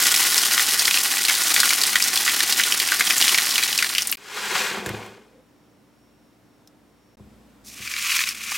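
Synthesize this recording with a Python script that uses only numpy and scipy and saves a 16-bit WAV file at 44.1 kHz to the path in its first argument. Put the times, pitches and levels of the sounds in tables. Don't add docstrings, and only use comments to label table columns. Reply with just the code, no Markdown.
import sys
import numpy as np
from scipy import signal
from scipy.fft import rfft, irfft, next_fast_len
from scipy.io import wavfile
from scipy.ndimage import uniform_filter1d

SR = 44100
rng = np.random.default_rng(int(sys.argv[2]) if len(sys.argv) > 2 else 0)


def inscribe(sig):
    pcm = np.round(np.clip(np.atleast_2d(sig).T, -1, 1) * 32767)
    wavfile.write(sys.argv[1], SR, pcm.astype(np.int16))


N = 377937
T = np.arange(N) / SR
CUTOFF_HZ = 16050

CUT_TIMES_S = [4.163, 7.163]
# (time [s], level [dB])
POUR_FLOW = [(0.0, -19), (0.39, -20.5), (1.18, -22.5), (1.62, -19.5), (1.93, -23), (2.45, -21.5),
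             (2.9, -23), (3.24, -19), (3.85, -25.5), (3.98, -28), (4.1, -31), (4.15, -40)]
# (time [s], level [dB], contact softness [s])
JUG_BUMPS = [(4.860, -28, 0.00026), (4.897, -25.5, 0.00085), (4.935, -31.5, 0.00046),
             (7.197, -34.5, 0.0016), (7.265, -41, .0015), (7.794, -37.5, 0.0013)]


def from_db(db):
    return 10 ** (np.asarray(db) / 20)


def rms_one(x):
    return x / np.sqrt(np.mean(x ** 2) + 1e-20)


def drift(knots_per_s):
    knots = rng.standard_normal(int(knots_per_s * N / SR) + 2)
    return rms_one(np.interp(T * knots_per_s, np.arange(len(knots)), knots))


def gain_curve(rows):
    s, db = np.transpose(rows)
    gate = np.interp(T, [s[0] - .01, s[0], s[-1], s[-1] + .01], [0, 1, 1, 0])
    return gate * from_db(np.interp(T, s, db))


def colour(x, spectrum):
    length = x.shape[-1]
    size = 2 * next_fast_len(length // 2 + SR // 8, real=True)
    log_hz = np.log2(np.maximum(np.fft.rfftfreq(size, 1 / SR), 1))
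    points_hz, points_db = np.transpose(spectrum)
    points_oct = np.log2(points_hz)
    beyond_oct = np.abs(log_hz - np.clip(log_hz, points_oct[0], points_oct[-1]))
    shape_db = np.maximum(np.interp(log_hz, points_oct, points_db) - 18 * beyond_oct, -90)
    cepstrum = irfft(np.log(from_db(shape_db)))
    response = np.exp(2 * rfft(cepstrum[:size // 2], size))
    return rms_one(irfft(rfft(x, size) * response)[..., :length])


def resonate(x, hz, t60_s):
    r = from_db(-60 / (t60_s * SR))
    w = 2 * np.pi * min(hz, CUTOFF_HZ) / SR
    b = [(1 - r * r) / 2, 0, (r * r - 1) / 2]
    a = [1, -2 * r * np.cos(w), r * r]
    return signal.lfilter(b, a, x + 1e-18)


def steady(x):
    return x / np.sqrt(np.abs(uniform_filter1d(x * x, SR // 10)) + 1e-9)


def grains(level, spectrum, per_s, spread_db, cycles, clump_db=0, count=30):
    on = level > 0
    clicks = np.zeros(on.sum())
    at = np.flatnonzero(rng.random(len(clicks)) < per_s / SR)
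    sizes = from_db(spread_db * np.minimum(rng.exponential(1, len(at)), 4))
    rings, out = 0, np.zeros(N)
    for hz in np.geomspace(spectrum[0][0], min(spectrum[-1][0], CUTOFF_HZ), count):
        clicks[at] = sizes * rng.standard_normal(len(at))
        rings = rings + resonate(clicks, hz, cycles / hz)
    out[on] = colour(rings, spectrum)
    return level * steady(out * from_db(clump_db))


def cracks(rows, crumble_s, ring_cycles, ring_db, overtone_db, top_hz, tail_db, tail_s):
    out, t = np.zeros(N + SR), T[:SR // 16]
    for s, db, hz in rows:
        hz = min(hz, CUTOFF_HZ)
        bit_steps = np.repeat(rng.standard_normal(len(t)), 40)[:len(t)].clip(-2, 2)
        bits = rms_one(from_db(6.5 * bit_steps))
        fade = np.exp(-t / crumble_s) + from_db(tail_db) * bits * np.exp(-t / tail_s)
        burst = rng.standard_normal(len(t)) * fade
        highpass = signal.butter(4, hz * .6, "high", fs=SR, output="sos")
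        lowpass = signal.butter(1, min(top_hz + hz, CUTOFF_HZ), fs=SR, output="sos")
        snap = signal.sosfilt(lowpass, signal.sosfilt(highpass, burst))
        ring = rms_one(resonate(snap, hz, ring_cycles / hz))
        overtone = rms_one(resonate(snap, hz * rng.uniform(1.4, 2), ring_cycles / hz))
        hit = rms_one(snap) + from_db(ring_db) * ring + from_db(overtone_db) * overtone
        start = int(s * SR)
        out[start:start + len(t)] += from_db(db) * hit / np.std(hit[t < .006])
    return out[:N]


def appliance_tones(by_stove, waver_db, waver_rad):
    # (frequency [Hz], level by the bowl [dB], level by the stove [dB])
    tone_rows = [(57, -63.5, -73), (115, -69, -71.5), (209.3, -62, -81), (231, -64, -70.5), (297, -68, -68),
                 (3225, -81.5, -99), (3480, -82, -99), (3700, -83, -88), (5152, -83, -105),
                 (5500, -105, -79.5), (7757, -81.5, -105)]
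    out = 0
    for hz, bowl_db, stove_db in tone_rows:
        level_db = np.where(by_stove, stove_db, bowl_db) + waver_db * drift(7.8)
        phase = 2 * np.pi * hz * T + waver_rad * drift(12)
        out = out + np.sqrt(2) * from_db(level_db) * np.sin(phase)
    return out


def room_tone():
    # (frequency [Hz], relative level [dB])
    air_bands = [(45, -28.5), (81, -12.5), (109, -11), (270, -5), (340, -10), (666, -15), (1630, -22.5),
                 (3310, -28.5), (6550, -33), (16000, -38)]
    shot_air_db = [-51, -58.5, -55.5]
    shot = np.searchsorted(CUT_TIMES_S, T)
    mid, side = colour(rng.standard_normal((2, N)), air_bands)
    air = from_db(shot_air_db)[shot] * (mid + from_db(-7.5) * side * [[1], [-1]])
    return air + appliance_tones(shot == 1, waver_db=2.5, waver_rad=0.27)


def small_clusters(count):
    level_db, spread_db, grow_db_per_s = -0.3, 2.5, 0.54
    middle_hz, spread_oct, dulls_oct_per_s = 4600, 1.08, 0.12
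    place = rng.random(count)
    size, pitch = rng.uniform(-1, 1, (2, count))
    s = (np.arange(count) + place) / count * POUR_FLOW[-2][0]
    flow_db = np.interp(s, *np.transpose(POUR_FLOW))
    db = flow_db + level_db + grow_db_per_s * s + spread_db * size
    hz = middle_hz * 2 ** (spread_oct * pitch - dulls_oct_per_s * s)
    return np.c_[s, db, hz]


def granola():
    # (frequency [Hz], relative level [dB])
    flake_bands = [(90, -31), (150, -16.5), (260, -12.5), (450, -14), (640, -13.5), (780, -7), (1260, -5),
                   (1900, -0.5), (2900, -3.5), (4500, -3), (6000, -4)]
    # (frequency [Hz], relative level [dB])
    crumb_bands = [(1500, -25), (3000, -7), (5000, -3), (7000, -2.5), (10000, -3.5), (16000, -9)]
    # (time [s], level [dB], pitch [Hz])
    big_clusters = [(0.068, -17, 4720), (0.118, -15.5, 8000), (0.162, -17, 5700), (0.379, -13.5, 5000),
                    (0.578, -15, 1900), (0.595, -16.5, 2000), (0.794, -15, 5000), (0.853, -15.5, 4200),
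                    (0.879, -15.5, 1940), (0.91, -15, 2500), (0.942, -16.5, 2750), (0.973, -15.5, 2610),
                    (1.251, -17.5, 4070), (1.283, -16, 2810), (1.297, -16, 2000), (1.563, -13.5, 1920),
                    (1.602, -11, 4300), (1.632, -15.5, 1470), (1.691, -15.5, 4200), (1.706, -15.5, 2190),
                    (1.815, -17, 4805), (1.835, -14.5, 4280), (1.867, -20.5, 8540), (1.956, -10.5, 1830),
                    (2.024, -14, 5200), (2.04, -17.5, 6000), (2.174, -15.5, 3800), (2.278, -15, 2000),
                    (2.295, -18.5, 2910), (2.405, -16.5, 1860), (2.524, -15, 3950), (2.597, -14, 1980),
                    (2.636, -15, 3470), (2.722, -14.5, 3000), (2.8, -16, 3110), (2.92, -14.5, 1450),
                    (3.008, -12.5, 2100), (3.106, -15.5, 2300), (3.18, -16.5, 6950), (3.212, -14, 3700),
                    (3.224, -12, 3000), (3.28, -14, 3450), (3.293, -16.5, 2900), (3.345, -14, 2400),
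                    (3.384, -13.5, 2220), (3.556, -16.5, 3000), (3.58, -14.5, 2500), (3.636, -15.5, 4050),
                    (3.777, -16, 5100), (3.788, -15.5, 2610), (3.825, -14.5, 2060), (3.845, -19.5, 2160),
                    (3.95, -19, 2500), (3.982, -13.5, 3080), (4.021, -20, 5540), (4.072, -20, 9000),
                    (4.115, -18.5, 14000), (4.125, -19.5, 2500)]
    # (frequency [Hz], relative level [dB], t60 [s])
    bowl_modes = [(790, -7, 0.059), (1450, 3.5, 0.04), (1920, 1, .03), (2958, -2.5, .02), (4940, -8, 0.012)]
    flakes_db, crumbs_db = -4.5, -0.6
    crumbs_thin_db_per_s = 0.8

    flow = gain_curve(POUR_FLOW)
    flakes = flow * from_db(flakes_db)
    crumbs = flow * from_db(crumbs_db - crumbs_thin_db_per_s * T)
    clumps_db = 2.0 * drift(90)
    coarse = grains(flakes, flake_bands, per_s=1300, spread_db=3.0, cycles=14.3, clump_db=clumps_db, count=40)
    fine = grains(crumbs, crumb_bands, per_s=2600, spread_db=2.5, cycles=20, clump_db=clumps_db)
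    landings = np.vstack([big_clusters, small_clusters(count=44)])
    clusters = cracks(landings, crumble_s=0.0022, ring_cycles=9.1, ring_db=1.5, overtone_db=-7.5,
                      top_hz=4500, tail_db=-12.5, tail_s=0.02)
    fall = coarse + fine + clusters

    bare_db = np.interp(T, [0, CUT_TIMES_S[0]], [-2, -14])
    bowl = sum(from_db(db) * resonate(fall, hz, t60_s) for hz, db, t60_s in bowl_modes)
    heap_db = np.interp(T, [0, CUT_TIMES_S[0]], [0, 8])
    thud = from_db(heap_db) * resonate(clusters, hz=500, t60_s=0.012)
    return fall + from_db(bare_db) * bowl + thud


def jug_drag():
    # (time [s], level [dB])
    drag_flow = [(4.18, -53), (4.37, -32), (4.532, -27.5), (4.56, -22.5), (4.736, -31), (5.038, -43.5),
                 (5.294, -66), (5.4, -73)]
    # (frequency [Hz], relative level [dB])
    rumble_bands = [(70, -17), (112, -7.5), (162, -7.5), (210, 1), (303, -5.5), (400, 2.5), (572, -7),
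                    (850, -3), (1150, -5.5)]
    # (frequency [Hz], relative level [dB])
    scrape_bands = [(500, -8), (650, -13), (810, -5), (1700, -0.5), (3300, -6), (5000, -17)]
    # (frequency [Hz], relative level [dB])
    hiss_bands = [(3500, -4.5), (8000, -8.5), (9500, -14), (16000, -18.5)]
    cross_at_s, cross_s = 4.67, 0.12
    rumble_db, hiss_db = [-14.5, 2], [-4, -7.5]
    lift_db, lift_s = -4.5, 0.035
    groan_hz, groan_db, groan_follows = 411, -45.5, 0.25
    rises_at_s, rise_hz_per_s = 5.15, 360

    lifted = np.exp(-((T - JUG_BUMPS[0][0] + lift_s) / lift_s) ** 2)
    scrape = gain_curve(drag_flow) * from_db(lift_db * lifted)
    crossing_s = [cross_at_s, cross_at_s + cross_s]
    rumble = scrape * from_db(np.interp(T, crossing_s, rumble_db))
    hiss = scrape * from_db(np.interp(T, crossing_s, hiss_db))
    low = grains(rumble, rumble_bands, per_s=1500, spread_db=4.0, cycles=6.7)
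    middle = grains(scrape, scrape_bands, per_s=7000, spread_db=-1.0, cycles=25, clump_db=1.5 * drift(100))
    high = grains(hiss, hiss_bands, per_s=10000, spread_db=-1.0, cycles=14, clump_db=0.9 * drift(150))

    hz = groan_hz + rise_hz_per_s * np.maximum(T - rises_at_s, 0)
    phase = 2 * np.pi * np.cumsum(hz) / SR + 1.8 * drift(60)
    speed = (scrape / scrape.max()) ** groan_follows
    groan = speed * from_db(groan_db + 3.7 * drift(25)) * np.sin(phase)
    on_stove = np.interp(T, crossing_s, [0, 1])
    wall = from_db(-4) * on_stove * resonate(middle, hz=2440, t60_s=0.026)
    return low + middle + high + groan + wall


def jug_bumps():
    # (frequency [Hz], relative level [dB], t60 [s])
    jug_modes = [(67, -10, 0.4), (108.7, -5.5, 0.46), (136, -3.5, 0.14), (202, -2.5, 0.21), (324, -5, 0.2),
                 (379, -6.5, 0.19), (497, -3, 0.087), (713, -4, 0.075), (790, -7, .12), (1070, 2, 0.033)]
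    out, t = np.zeros(N), T[:SR // 2]
    for s, db, soft_s in JUG_BUMPS:
        ring = 0
        for k, (hz, mode_db, t60_s) in enumerate(jug_modes):
            strength = from_db(mode_db) / np.hypot(1, 2 * np.pi * hz * soft_s)
            sign = (-1) ** k
            ring = ring + sign * strength * np.sin(2 * np.pi * hz * t) * from_db(-60 * t / t60_s)
        start = int(s * SR)
        out[start:start + len(t)] += from_db(db) * ring
    return signal.sosfilt(signal.butter(4, 60, "high", fs=SR, output="sos"), out)


def jug_ticks():
    # (time [s], level [dB], pitch [Hz])
    tick_rows = [(4.861, -26.5, 1710), (4.866, -36, 7000), (4.891, -30.5, 1690), (5.062, -44, 1200),
                 (6.674, -50, 5400)]
    return cracks(tick_rows, crumble_s=0.0031, ring_cycles=25, ring_db=-1.0, overtone_db=-20,
                  top_hz=5000, tail_db=-23, tail_s=.006)


def milk_soaking():
    # (time [s], level [dB])
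    soak_flow = [(7.648, -50.5), (7.686, -36.5), (7.716, -42.5), (7.79, -38), (8.15, -21), (8.298, -28.5),
                 (8.344, -37.5), (8.565, -26)]
    # (frequency [Hz], relative level [dB])
    crackle_bands = [(750, -26.5), (1100, -7.5), (1680, -5), (2430, 3.5), (3120, -3.5), (5000, -9)]
    # (frequency [Hz], relative level [dB])
    fizz_bands = [(3500, -7.5), (5800, -1.5), (11000, -9), (16000, -11.5)]
    # (time [s], level [dB], pitch [Hz])
    pop_rows = [(7.875, -28, 2330), (7.938, -25, 2360), (7.965, -25, 2320), (8.102, -25, 2500),
                (8.118, -19.5, 2820), (8.191, -18.5, 2520), (8.238, -20.5, 2450), (8.289, -22.5, 5330),
                (8.519, -28, 1200)]
    crackle_db, fizz_db = -2.5, -3.5
    wetting_s, dry_db = 0.14, -15.5

    flow = gain_curve(soak_flow)
    wetting_db = np.interp(T - soak_flow[0][0], [0, wetting_s], [dry_db, 0])
    crackle = flow * from_db(crackle_db + wetting_db)
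    fizz = flow * from_db(fizz_db)
    clumps_db = 1.7 * drift(120)
    bubbles = grains(crackle, crackle_bands, per_s=2500, spread_db=2.0, cycles=16, clump_db=clumps_db)
    froth = grains(fizz, fizz_bands, per_s=4500, spread_db=0.5, cycles=9.8, clump_db=clumps_db)
    pops = cracks(pop_rows, crumble_s=0.0014, ring_cycles=20, ring_db=10.5, overtone_db=3.5,
                  top_hz=3000, tail_db=-18, tail_s=0.01)
    return bubbles + froth + pops


def kitchen(x, common_db, side_db, treble_db, scatter_db):
    room_t60_s = 0.11
    t = T[:SR // 3]
    fade = from_db(-60 * t / room_t60_s) + 1.3 * np.exp(-t / .004)
    tails = rng.standard_normal((2, len(t))) * fade * (t > .001)
    mid, side = (signal.fftconvolve(x, h / np.linalg.norm(h))[:N] for h in tails)
    treble = np.diff(x, prepend=0)
    spots = drift(250) * (from_db(scatter_db) * x + from_db(treble_db) * treble)
    side = from_db(side_db) * side + spots
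    return x + from_db(common_db) * mid + side * np.array([[1], [-1]])


def scene():
    bowl = kitchen(granola() + milk_soaking(), common_db=-13, side_db=-22, treble_db=-22.5, scatter_db=-24.0)
    jug = kitchen(jug_drag() + jug_bumps() + jug_ticks(),
                  common_db=-11.5, side_db=-21, treble_db=-24, scatter_db=-20.0)
    bowl = bowl * from_db([[.13], [-.13]])
    jug = jug * from_db([[.5], [-.5]])
    return bowl + jug + room_tone()


def record(dry):
    gaps = np.prod([np.clip((np.abs(T - s) - .007) / .001, 0, 1) for s in CUT_TIMES_S], axis=0)
    rounded = gaps * dry / (1 + (dry / .8) ** 4) ** .25
    lowpass = signal.ellip(12, .1, 80, CUTOFF_HZ, fs=SR, output="sos")
    return signal.sosfilt(lowpass, rounded)


dry = scene()
out = record(dry)
inscribe(out)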